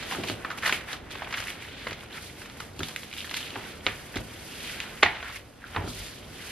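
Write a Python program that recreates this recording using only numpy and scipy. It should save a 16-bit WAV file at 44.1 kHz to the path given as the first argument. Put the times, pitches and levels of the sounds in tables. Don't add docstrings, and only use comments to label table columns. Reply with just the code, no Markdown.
import sys
import numpy as np
from scipy import signal
from scipy.fft import rfft, irfft
from scipy.io import wavfile
from scipy.ndimage import uniform_filter1d

SR = 44100
rng = np.random.default_rng(int(sys.argv[2]) if len(sys.argv) > 2 else 0)


def master(y):
    cut = np.clip(np.atleast_2d(y).T, -1, 1)
    pcm = np.round(cut * 32767)
    wavfile.write(sys.argv[1], SR, pcm.astype(np.int16))


N = 287091

# top t/s, rise/s (10 ms minimum), fall/s, rustle level/dB, skin hiss level/dB,
# rustle centre f/Hz, crackle share (0-1)
HAND_STROKES = [(0.0, .05, 0.13, -38, -51, 2540, 0.09), (0.12, 0.074, 0.12, -35, -40, 2220, 0),
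                (0.29, 0.082, 0.078, -38, -43, 2900, 0.12), (0.4, 0.11, 0.6, -46, -54, 1710, 0.1),
                (0.58, 0.012, 0.041, -41.5, -44, 1930, 0.8), (0.671, 0.04, 0.042, -27, -34.5, 2020, 0.16),
                (0.74, 0.051, 0.074, -32.5, -40.5, 2110, 0.23),
                (0.92, 0.058, 0.057, -34, -43.5, 1900, 0.01), (1.113, 0.0076, 0.13, -41, -50, 2050, 0.9),
                (1.25, 0.27, 0.45, -43.5, -57, 1760, 0.2), (1.41, 0.12, 0.053, -39.5, -45.5, 2050, 0.7),
                (1.5, 0.097, 0.088, -41, -45.5, 2320, 0.04), (1.62, 0.044, 0.14, -43, -50.5, 2240, 0),
                (1.8, 0.2, 0.091, -42, -63, 2390, 0), (1.89, 0.15, 0.094, -43, -50, 2060, 0.07),
                (2.01, 0.05, 0.086, -47, -52.5, 2020, 0.55), (2.17, 0.077, 0.066, -40.5, -48, 1960, 0.1),
                (2.26, 0.14, 0.11, -46.5, -47.5, 2690, 0.04), (2.41, 0.082, 0.12, -45.5, -48.5, 2160, 0),
                (2.61, 0.16, 0.15, -47, -50.5, 2000, 0.14), (2.85, 0.09, 0.16, -44.5, -45.5, 2750, 0.2),
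                (2.99, 0.051, 0.08, -63, -47, 2130, 0.1), (3.04, 0.055, 0.11, -50, -50.5, 2670, 0),
                (3.21, 0.16, 0.42, -44, -47, 2680, 0.54), (3.37, 0.041, 0.17, -39, -44, 2750, 0),
                (3.7, 0.43, 0.13, -42, -49.5, 2190, 0.04), (3.86, 0.048, 0.77, -45, -48, 2020, 0),
                (4.169, 0.021, 0.04, -37, -49, 2305, 0.95), (4.31, 0.056, 1, -50.5, -65, 2350, 0.17),
                (4.5, 0.38, 0.96, -52, -47.5, 2300, 0.04), (4.68, 0.17, 0.2, -39.5, -45.5, 2630, 0.13),
                (4.85, 0.39, 0.18, -41.5, -62, 1880, 0), (5.06, 0.12, 0.037, -48, -53, 2100, 0.7),
                (5.16, 0.11, 0.14, -38.5, -76, 1880, 0), (5.29, 0.09, 0.088, -40, -51.5, 1950, 0.04),
                (5.36, 0.08, 0.053, -45, -48, 2250, 0.7), (5.75, 0.15, 0.11, -45, -52.5, 1920, 0.2),
                (5.81, 0.058, 0.028, -49, -67, 1320, 0.2), (5.89, 0.04, 0.069, -46.5, -46, 3430, 0.1),
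                (6.0, 0.17, 0.23, -41.5, -43.5, 2700, 0.1), (6.48, 0.21, .2, -41, -43.5, 2250, 0)]
# t/s, level/dB
PAGE_FLEXING = [(0.0, -44.5), (0.2, -42.5), (0.55, -46.5), (1.0, -48), (1.4, -48.5), (2.2, -49.5),
                (2.75, -50), (3.1, -49.5), (3.35, -49.5), (3.55, -45), (3.9, -49.5), (4.3, -48),
                (4.95, -47.5), (5.15, -51.5), (5.6, -54.5), (5.95, -48), (6.51, -49)]
# t/s, peak level/dB, ring f/Hz, ring boost/dB, treble/dB, t60/ms (60 maximum), bass/dB
SHARP_SOUNDS = [(0.026, -23.5, 2600, -9, 0, 43, -2), (0.111, -20.5, 2870, 10, 3, 18, 8),
                (0.12, -22.5, 860, 17.5, 3, 71, -4), (0.148, -18.5, 1260, 8.5, -8, 22, 9),
                (0.235, -20.5, 2530, 9.5, 12, 51, 11), (0.274, -25, 2920, 10, 8, 25, -8),
                (0.284, -21.5, 2800, 7, 8, 44, -10), (0.298, -12.5, 3020, 8, 17, 13.3, 10),
                (0.447, -18.5, 1200, 4.5, -27, 29, -1), (0.502, -25, 1300, 15, -5, 38, -9),
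                (0.513, -22.5, 1440, 12, 9, 33, -1), (0.575, -27, 1980, -3, 33, 20, -2),
                (0.585, -22, 2820, 4, 4, 27, -5), (0.624, -23, 1670, 13, 3, 33, 0),
                (0.632, -18, 1690, 18.5, -3, 53, 4), (0.649, -24, 1500, 17, 7, 18, 3),
                (0.656, -18, 1900, 8, 12, 20, -5), (0.6605, -9.5, 1800, 10, 8, 20, -10),
                (0.665, -18, 2300, 6, 18, 21, -1), (0.674, -15, 1900, -1, 5, 47, 2.5),
                (0.694, -12.5, 1500, 8, 11, 35, -3), (0.7245, -7, 2380, 17.5, 17, 20, -6),
                (0.729, -21, 1990, 7, 8, 18, 10), (0.929, -19.5, 2230, -4.5, 8, 27, -9),
                (0.944, -33, 2270, -9, -5, 16, 6), (1.107, -27, 1650, -12, 12, 22, -1),
                (1.22, -22, 880, 12, -20, 20, 8), (1.273, -28.5, 2030, 15, -9, 16, 6),
                (1.245, -29, 2680, 17, 4, 18, -8), (1.307, -27, 2530, 4, -3, 46, -6),
                (1.325, -21.5, 1200, 9, -2, 54, -9), (1.339, -17.5, 2070, 5, -15, 87, -7),
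                (1.373, -18.5, 1640, 11, 0, 20, -3), (1.378, -18.5, 2190, 5, -2, 56, -27),
                (1.402, -16.5, 2170, -7, 9, 17, -8), (1.47, -23, 2270, 28, 0, 12, -13),
                (1.482, -20, 2360, 16, -2, 10, -10), (1.502, -19.5, 1980, 4.5, 25, 17.4, -9),
                (1.621, -29.5, 2370, 19, 17, 22, -2), (1.868, -18.5, 2000, 18, -19, 7.1, 13),
                (1.87, -18, 1670, 5, -19, 21, -3), (1.909, -23, 2600, 6, 3, 22, -1),
                (1.919, -24.5, 2070, 11, 0, 20, 11), (1.928, -24.5, 2110, 4, 3, 32, -21),
                (2.033, -30.5, 1520, 9, -15, 11, 0), (2.126, -34, 3670, 30, 11, 28, -9),
                (2.298, -34, 2290, 19, 10, 16, -2), (2.417, -28, 1900, 6, 4, 41, -7),
                (2.458, -28.5, 1360, 3, 9, 18, -3), (2.498, -25.5, 3400, 3, -2, 11, -3),
                (2.601, -26, 3500, 11, 16, 7.3, -5), (2.603, -19, 1300, 6.5, 18, 19, 2),
                (2.792, -20.5, 1620, -12, 16, 19, -4), (2.804, -24.5, 1510, 19, 1, 31, -9),
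                (2.8318, -17, 3220, 14, 22, 14, -3), (2.884, -21, 1580, -6, 21, 22, -3),
                (2.893, -28.5, 1500, 10, 0, 15, -10), (2.909, -26, 2400, -6, 0, 10, -6),
                (2.938, -32, 2270, 1, 1, 20, 1), (2.961, -14.5, 2140, 10, 28, 16, -10),
                (2.995, -35, 2100, 2, 0, 14, 0.5), (3.032, -24, 3040, 6, 7, 18, -5),
                (3.127, -25.5, 2550, 13, 7, 19, -17), (3.137, -23, 3100, 8, 15, 14, -15),
                (3.154, -31, 2600, 6, 17, 11, -13), (3.174, -26, 2500, 6, 5, 25, -10),
                (3.182, -22.5, 2940, 18, 12, 36, -14), (3.204, -24, 3330, 25, 10, 9.1, -15),
                (3.214, -26, 2710, 17, 10, 15, -7), (3.244, -28, 1620, 15, 11, 34, -15),
                (3.275, -25, 2980, 0, 9, 10, -5), (3.294, -25, 3320, 16, 7, 21, -17),
                (3.311, -21, 2000, 4, 10, 22, -5), (3.341, -13.5, 2400, -1, 8, 6.7, -16),
                (3.343, -13.5, 3400, 12, 12, 7.1, -10), (3.35, -21, 4000, 17, 17, 9, -14),
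                (3.366, -19, 3900, 5, 27, 50, -13), (3.384, -32, 3400, 22, 8, 12, -12),
                (3.405, -25, 3000, 10, 0, 21, -13), (3.412, -27, 3020, 12, -2, 10, -12),
                (3.428, -26, 3120, 16, 3, 14, -16), (3.494, -30.5, 2910, 11, 5, 11, -13),
                (3.504, -28.5, 2960, 16, 14, 16, -19), (3.556, -23.5, 860, 17, -32, 34, -10),
                (3.865, -4.5, 2410, 5, -24.5, 12.6, -8), (3.869, -11.5, 1980, 1, -9, 24, 1.5),
                (3.883, -21, 2070, 12, -5, 33, -1), (4.142, -28, 2160, 10, 4, 18, 12),
                (4.157, -22, 1474, -4, 3, 24, 2), (4.802, -14.5, 3080, 6.5, 12, 10, -30),
                (5.0236, -26, 2200, 12, 0, 16, -1), (5.0256, -14, 2400, 19, 3, 7.6, 5),
                (5.028, -0.5, 2500, 9, -8, 10, 6.5), (5.0308, 1.5, 2110, 12, -2, 16, 0),
                (5.033, -9.5, 790, 18.5, -27, 28, -6.5), (5.037, -5.5, 2600, 10, -21, 16, 1),
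                (5.0493, -15, 1800, -2, -4, 8.6, -3), (5.059, -16.5, 850, 26, -24, 11, -2),
                (5.0615, -12.5, 1880, 21, -18, 16, -5), (5.084, -23, 2300, 6, -10, 13, -4),
                (5.202, -28, 2370, 24, -15, 16, -8), (5.227, -22.5, 1410, 4, -14, 26, 3),
                (5.244, -31, 1300, 18, -2, 18, -7), (5.37, -29, 2260, 13, 13, 21, -6),
                (5.64, -29, 1480, 28, -40, 10, -5), (5.747, -27, 1530, 1, -34, 55, 3),
                (5.762, -14.5, 1800, 1, -32, 19, -3), (5.769, -21.5, 940, 27, -38, 12, 10),
                (5.776, -21, 1300, -2, -27, 18, 8), (5.822, -30, 910, 11, -18, 25, 7),
                (5.876, -28, 1390, 17, -12, 12, 10)]
# t/s, peak level/dB, centre of the blow f/Hz
DESK_THUDS = [(0.183, -25, 317), (0.197, -35, 320), (0.239, -41, 197), (0.297, -25, 353), (0.307, -42, 100),
              (0.316, -37, 108), (0.722, -29.5, 420), (1.378, -40, 76.5), (1.898, -38, 108),
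              (2.794, -30, 147), (2.807, -31.5, 150), (3.56, -33.5, 256), (3.87, -28.5, 244),
              (4.161, -27.5, 125), (4.188, -34, 99.6), (5.028, -38, 444), (5.045, -32, 78),
              (5.766, -27, 111), (5.775, -30.5, 380), (5.787, -30, 88.8), (5.799, -40, 99),
              (5.824, -50, 348), (5.838, -25.5, 110), (5.854, -29.5, 100), (5.871, -31.5, 140),
              (5.896, -43, 102), (5.914, -47, 90), (5.957, -41, 50.7), (5.997, -36.5, 50.4)]
# f/Hz, level/dB per Hz
RUSTLE_SPECTRUM = [(290, -66), (500, -2.5), (904, -5.5), (1100, -7), (1380, -7), (2190, -9), (3910, -6.5),
                   (5350, -6), (9000, -4), (11700, -62), (19800, -120)]
HISS_SPECTRUM = [(2650, -63), (4500, -3.5), (6990, -7.5), (7320, -9.5), (8960, -6.5), (11900, -5.5),
                 (14000, -24), (15500, -40)]
FLEX_SPECTRUM = [(88, -32), (150, -5.5), (225, 0), (347, -3), (441, -3.5), (1380, -17), (1500, -13),
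                 (1950, -70), (3300, -120)]
RUMBLE_SPECTRUM = [(12, -70), (20, 5), (49, 1), (92, -1), (161, -6.5), (180, -15.5), (306, -28.5),
                   (597, -14.5), (649, -24), (705, -16), (881, -23.5), (12800, -41), (15500, -88)]
SHARP_SPECTRUM = [(88, -13), (150, -12.5), (471, -5.5), (1000, -6), (1240, -4.5), (1600, -5), (2270, -6),
                  (4060, -8.5), (4930, -15), (6600, -15.5), (8000, -29.5), (11000, -25), (13000, -44),
                  (15500, -67)]
# f/Hz, width/Hz
SHEET_PATCHES = [(800, 370), (1300, 1130), (1900, 1070), (2700, 1530), (3800, 1360), (5500, 4700)]
# f/Hz, relative level/dB, t60/s
DESK_MODES = [(50, 2.5, 0.28), (71.5, 6.5, 0.044), (95.6, 11.5, 0.087), (112, 3, 0.22), (160.4, 0, 0.24),
              (184, -10, 0.026), (240.6, -4.5, 0.17), (310, 14.5, 0.021), (393, 6.5, 0.075),
              (595, 6.5, 0.043)]
# f/Hz, t60/s
ROOM_DECAY = [(200, 0.34), (530, 0.45), (1390, 0.3), (3680, 0.3), (9700, 0.091)]
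# f/Hz, likeness (0-1)
PORT_LIKENESS = [(40, 0.998), (90, 0.995), (200, 0.83), (350, 0.75), (600, 0.45), (2000, 0.86),
                 (4500, 0.33), (8000, 0.35), (15000, 0.21)]
# f/Hz, lead/rad
PORT_LEAD = [(40, 0.01), (200, .04), (600, .12), (1800, .22), (3360, 0.05), (4650, -.6), (6460, -3.0),
             (15000, -3.0)]
# f/Hz, level/dB
PORT_BALANCE = [(60, -.1), (500, -.5), (2000, -1.4), (5000, -.6), (15000, -1)]

RUSTLE_DROP_DB, HISS_DROP_DB, STROKE_EXPONENT = 12, 14, 1.26
SHAKE_DB, SHAKE_T60_S = -10, 0.22
RUMBLE_DB = -49.5
BURST_RISE_S, THUD_RISE_S = 0.00099, 0.00084
TREBLE_HZ, DULL_DB_PER_OCTAVE = 9100, 30
SHARP_ROOM_DB, SHARP_ROOM_SLOPE = -11.5, -0.18
THUD_ROOM_DB = -10.5
STRAY_DB, STRAY_HZ = -2.5, 4020
LOW_CUT_HZ, HIGH_CUT_HZ, CLIP_LEVEL = 38, 15600, 0.96
STFT_SAMPLES = 256


def gain_of(db):
    return 10 ** (np.asarray(db) / 20)


def evened(x):
    return x / np.sqrt(np.mean(x ** 2) + 1e-20)


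def read(points, hz):
    f, value = np.transpose(points)
    return np.interp(np.log(hz + 1), np.log(f + 1), value)


def add(mix, s, sound):
    part = mix[round(s * SR):][:len(sound)]
    part += sound[:len(part)]


def causal(gain_db):
    cepstrum = irfft(np.maximum(gain_db, -100) * np.log(10) / 20)
    half = len(cepstrum) // 2
    folded = np.concatenate([cepstrum[:1], 2 * cepstrum[1:half], np.zeros(half)])
    return irfft(np.exp(rfft(folded)))[:half]


def coloured(x, spectrum):
    response = causal(read(spectrum, np.fft.rfftfreq(4096, 1 / SR)))
    return signal.oaconvolve(x, response)[:N]


def flicker(seconds, depth_db):
    width = max(round(seconds * SR), 1)
    smooth = uniform_filter1d(rng.standard_normal(N), width)
    smooth = uniform_filter1d(smooth, width)
    return gain_of(depth_db * evened(smooth))


def slipping(share, median_slips_per_s, spread_db, flicker_db, grain_s):
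    clumps = flicker(0.012, 4.5)
    happens = rng.random(N) < median_slips_per_s * clumps / SR
    size_db = spread_db * np.minimum(rng.exponential(1, N), 2.6)
    slips = happens * gain_of(size_db)
    grain = np.exp(-np.arange(600) / (grain_s * SR))
    bursts = evened(signal.oaconvolve(slips, grain)[:N])
    drive = np.sqrt(1 - share) + np.sqrt(share) * bursts
    drive *= flicker(0.0098, flicker_db)
    return drive * rng.standard_normal((2, N))


def friction(drive, spectrum, level):
    return level * np.array([evened(coloured(strand, spectrum)) for strand in drive])


def sheet(share, centre_hz):
    ringing, power = 0, 0
    for hz, width_hz in SHEET_PATCHES:
        band = signal.butter(2, [hz - width_hz / 2, hz + width_hz / 2], "bandpass", fs=SR)
        weight = gain_of(-34.0 * np.log(hz / centre_hz) ** 2) * np.sqrt(width_hz)
        slips = slipping(share, 110, spread_db=5.5, flicker_db=1.65, grain_s=0.0019)
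        ringing = ringing + weight * evened(signal.lfilter(*band, slips))
        power = power + weight ** 2
    return ringing / np.sqrt(power)


def strokes(t):
    top, rise, fall, rustle_db, hiss_db, centre_hz, share = np.transpose(HAND_STROKES)[:, :, None]
    before = (top - t) / np.maximum(rise, .01)
    after = (t - top) / np.maximum(fall, .01)
    away = np.maximum(before, after) ** STROKE_EXPONENT
    rustle_power = gain_of(rustle_db - RUSTLE_DROP_DB * away) ** 2 + 1e-12
    hiss_power = gain_of(hiss_db - HISS_DROP_DB * away) ** 2 + 1e-12
    rustle_sum = rustle_power.sum(axis=0)
    lead = rustle_power / rustle_sum
    rustle, hiss = np.sqrt(rustle_sum), np.sqrt(hiss_power.sum(axis=0))
    return rustle, hiss, (lead * centre_hz).sum(axis=0), (lead * share).sum(axis=0)


def flexing(t):
    s, db, _ = np.transpose(DESK_THUDS)[:, :, None]
    shake_power = (t > s) * gain_of(db + SHAKE_DB - 60 * abs(t - s) / SHAKE_T60_S) ** 2
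    slow = gain_of(np.interp(t, *np.transpose(PAGE_FLEXING)))
    return np.sqrt(slow ** 2 + shake_power.sum(axis=0))


def hands():
    steps_s = np.arange(0, N / SR + .002, .002)
    t = np.arange(N) / SR
    curves = (*strokes(steps_s), flexing(steps_s))
    rustle_level, hiss_level, centre_hz, share, flex_level = (np.interp(t, steps_s, c) for c in curves)
    share = np.clip(share, 0, 1)
    skin = slipping(0.5 * share, 400, spread_db=3.5, flicker_db=1.17, grain_s=0.0015)
    pages = slipping(0.11 * share, 120, spread_db=8, flicker_db=0.0, grain_s=0.004)
    rustle = friction(sheet(share, centre_hz), RUSTLE_SPECTRUM, rustle_level)
    hiss = friction(skin, HISS_SPECTRUM, hiss_level)
    flex = friction(pages, FLEX_SPECTRUM, flex_level)
    return rustle + hiss + flex


def rumble():
    pair = [evened(coloured(n, RUMBLE_SPECTRUM)) for n in rng.standard_normal((2, N))]
    return gain_of(RUMBLE_DB) * np.array(pair) * flicker(0.16, 1.0)


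def sharp_sounds():
    direct, feeds = np.zeros(N), np.zeros((3, N))
    hz, t = np.fft.rfftfreq(2048, 1 / SR), np.arange(3000) / SR
    noise = rng.standard_normal((len(SHARP_SOUNDS), len(t)))
    spots = rng.integers(0, len(feeds), len(SHARP_SOUNDS))
    for row, n, spot in zip(SHARP_SOUNDS, noise, spots):
        s, db, ring_hz, boost_db, treble_db, t60_ms, bass_db = row
        ring_db = boost_db / (1 + (np.log((hz + 1) / ring_hz) / 0.32) ** 2)
        corner_hz = TREBLE_HZ * 2 ** (min(treble_db, 0) / DULL_DB_PER_OCTAVE)
        tilt_db = treble_db / (1 + (corner_hz / (hz + 1)) ** 4)
        tilt_db += bass_db / (1 + (hz / 1000) ** 4)
        decay = gain_of(-60 * t * 1000 / np.clip(t60_ms, 4, 60))
        burst = n * (1 - np.exp(-t / BURST_RISE_S)) * decay
        burst *= abs(n) ** 0.5
        burst[round(BURST_RISE_S * SR)] += 4.0
        patch = causal(read(SHARP_SPECTRUM, hz) + ring_db + tilt_db)
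        sound = signal.fftconvolve(burst, patch)
        sound *= gain_of(db) / abs(sound).max()
        add(direct, s, sound)
        feed = patch * np.linalg.norm(sound) / np.linalg.norm(patch)
        add(feeds[spot], s, feed * gain_of(SHARP_ROOM_DB + SHARP_ROOM_SLOPE * db))
    return direct, feeds


def thuds():
    out, t = np.zeros(N), np.arange(SR // 2) / SR
    mode_hz, mode_db, t60_s = np.transpose(DESK_MODES)[:, :, None]
    spots = rng.uniform(0.5, 1, (len(DESK_THUDS), len(DESK_MODES), 1))
    spots *= (-1.) ** np.arange(len(DESK_MODES))[:, None]
    for (s, db, hz), spot in zip(DESK_THUDS, spots):
        share_db = mode_db - 7.3 * np.log(mode_hz / hz) ** 2
        modes = spot * gain_of(share_db - 60 * t / t60_s) * np.sin(2 * np.pi * mode_hz * t)
        ring = modes.sum(axis=0) * (1 - np.exp(-t / THUD_RISE_S))
        add(out, s, gain_of(db) * ring / abs(ring).max())
    return out


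def room(x):
    taps = np.zeros((2, SR // 2))
    slots = np.arange(100, SR // 2 - 20, 20)
    at = slots + rng.integers(0, 20, (2, len(slots)))
    np.put_along_axis(taps, at, rng.choice([-1., 1.], at.shape), 1)
    hz, t, bands = signal.stft(taps, SR, nperseg=STFT_SAMPLES)
    decay = gain_of(-60 * t / read(ROOM_DECAY, hz)[:, None])
    tail = signal.istft(bands * decay, SR, nperseg=STFT_SAMPLES)[1]
    return signal.fftconvolve(x[None], tail / np.linalg.norm(tail[0]), axes=1)[:, :N]


def ports(x, other):
    hz = np.fft.rfftfreq(N, 1 / SR)
    same = np.clip(read(PORT_LIKENESS, hz), 0, 1)
    shared = np.sqrt((1 + same) / 2) * rfft(x)
    apart = np.sqrt((1 - same) / 2) * rfft(other)
    balance = gain_of(read(PORT_BALANCE, hz) / 2)
    left = (shared + apart) * balance
    right = (shared - apart) / balance * np.exp(-1j * read(PORT_LEAD, hz))
    return irfft(np.array([left, right]), N)


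def scene():
    wide = hands() + rumble()
    sharp, feeds = sharp_sounds()
    knocks = thuds()
    wide = wide + sum(room(feed) for feed in feeds) + room(gain_of(THUD_ROOM_DB) * knocks)
    scatter = evened(rng.standard_normal(40)) / np.sqrt(40)
    treble = signal.butter(2, STRAY_HZ, "highpass", fs=SR, output="sos")
    stray = signal.sosfilt(treble, signal.oaconvolve(sharp, scatter)[:N])
    return ports(wide[0] + sharp + knocks, wide[1] + gain_of(STRAY_DB) * stray)


def record(dry):
    low_cut = signal.butter(2, LOW_CUT_HZ, "highpass", fs=SR, output="sos")
    held = np.clip(signal.sosfilt(low_cut, dry), -CLIP_LEVEL, CLIP_LEVEL)
    high_cut = signal.firwin(1023, HIGH_CUT_HZ, window=("kaiser", 9), fs=SR)
    return signal.oaconvolve(held, high_cut[None], "same")


dry = scene()
out = record(dry)
master(out)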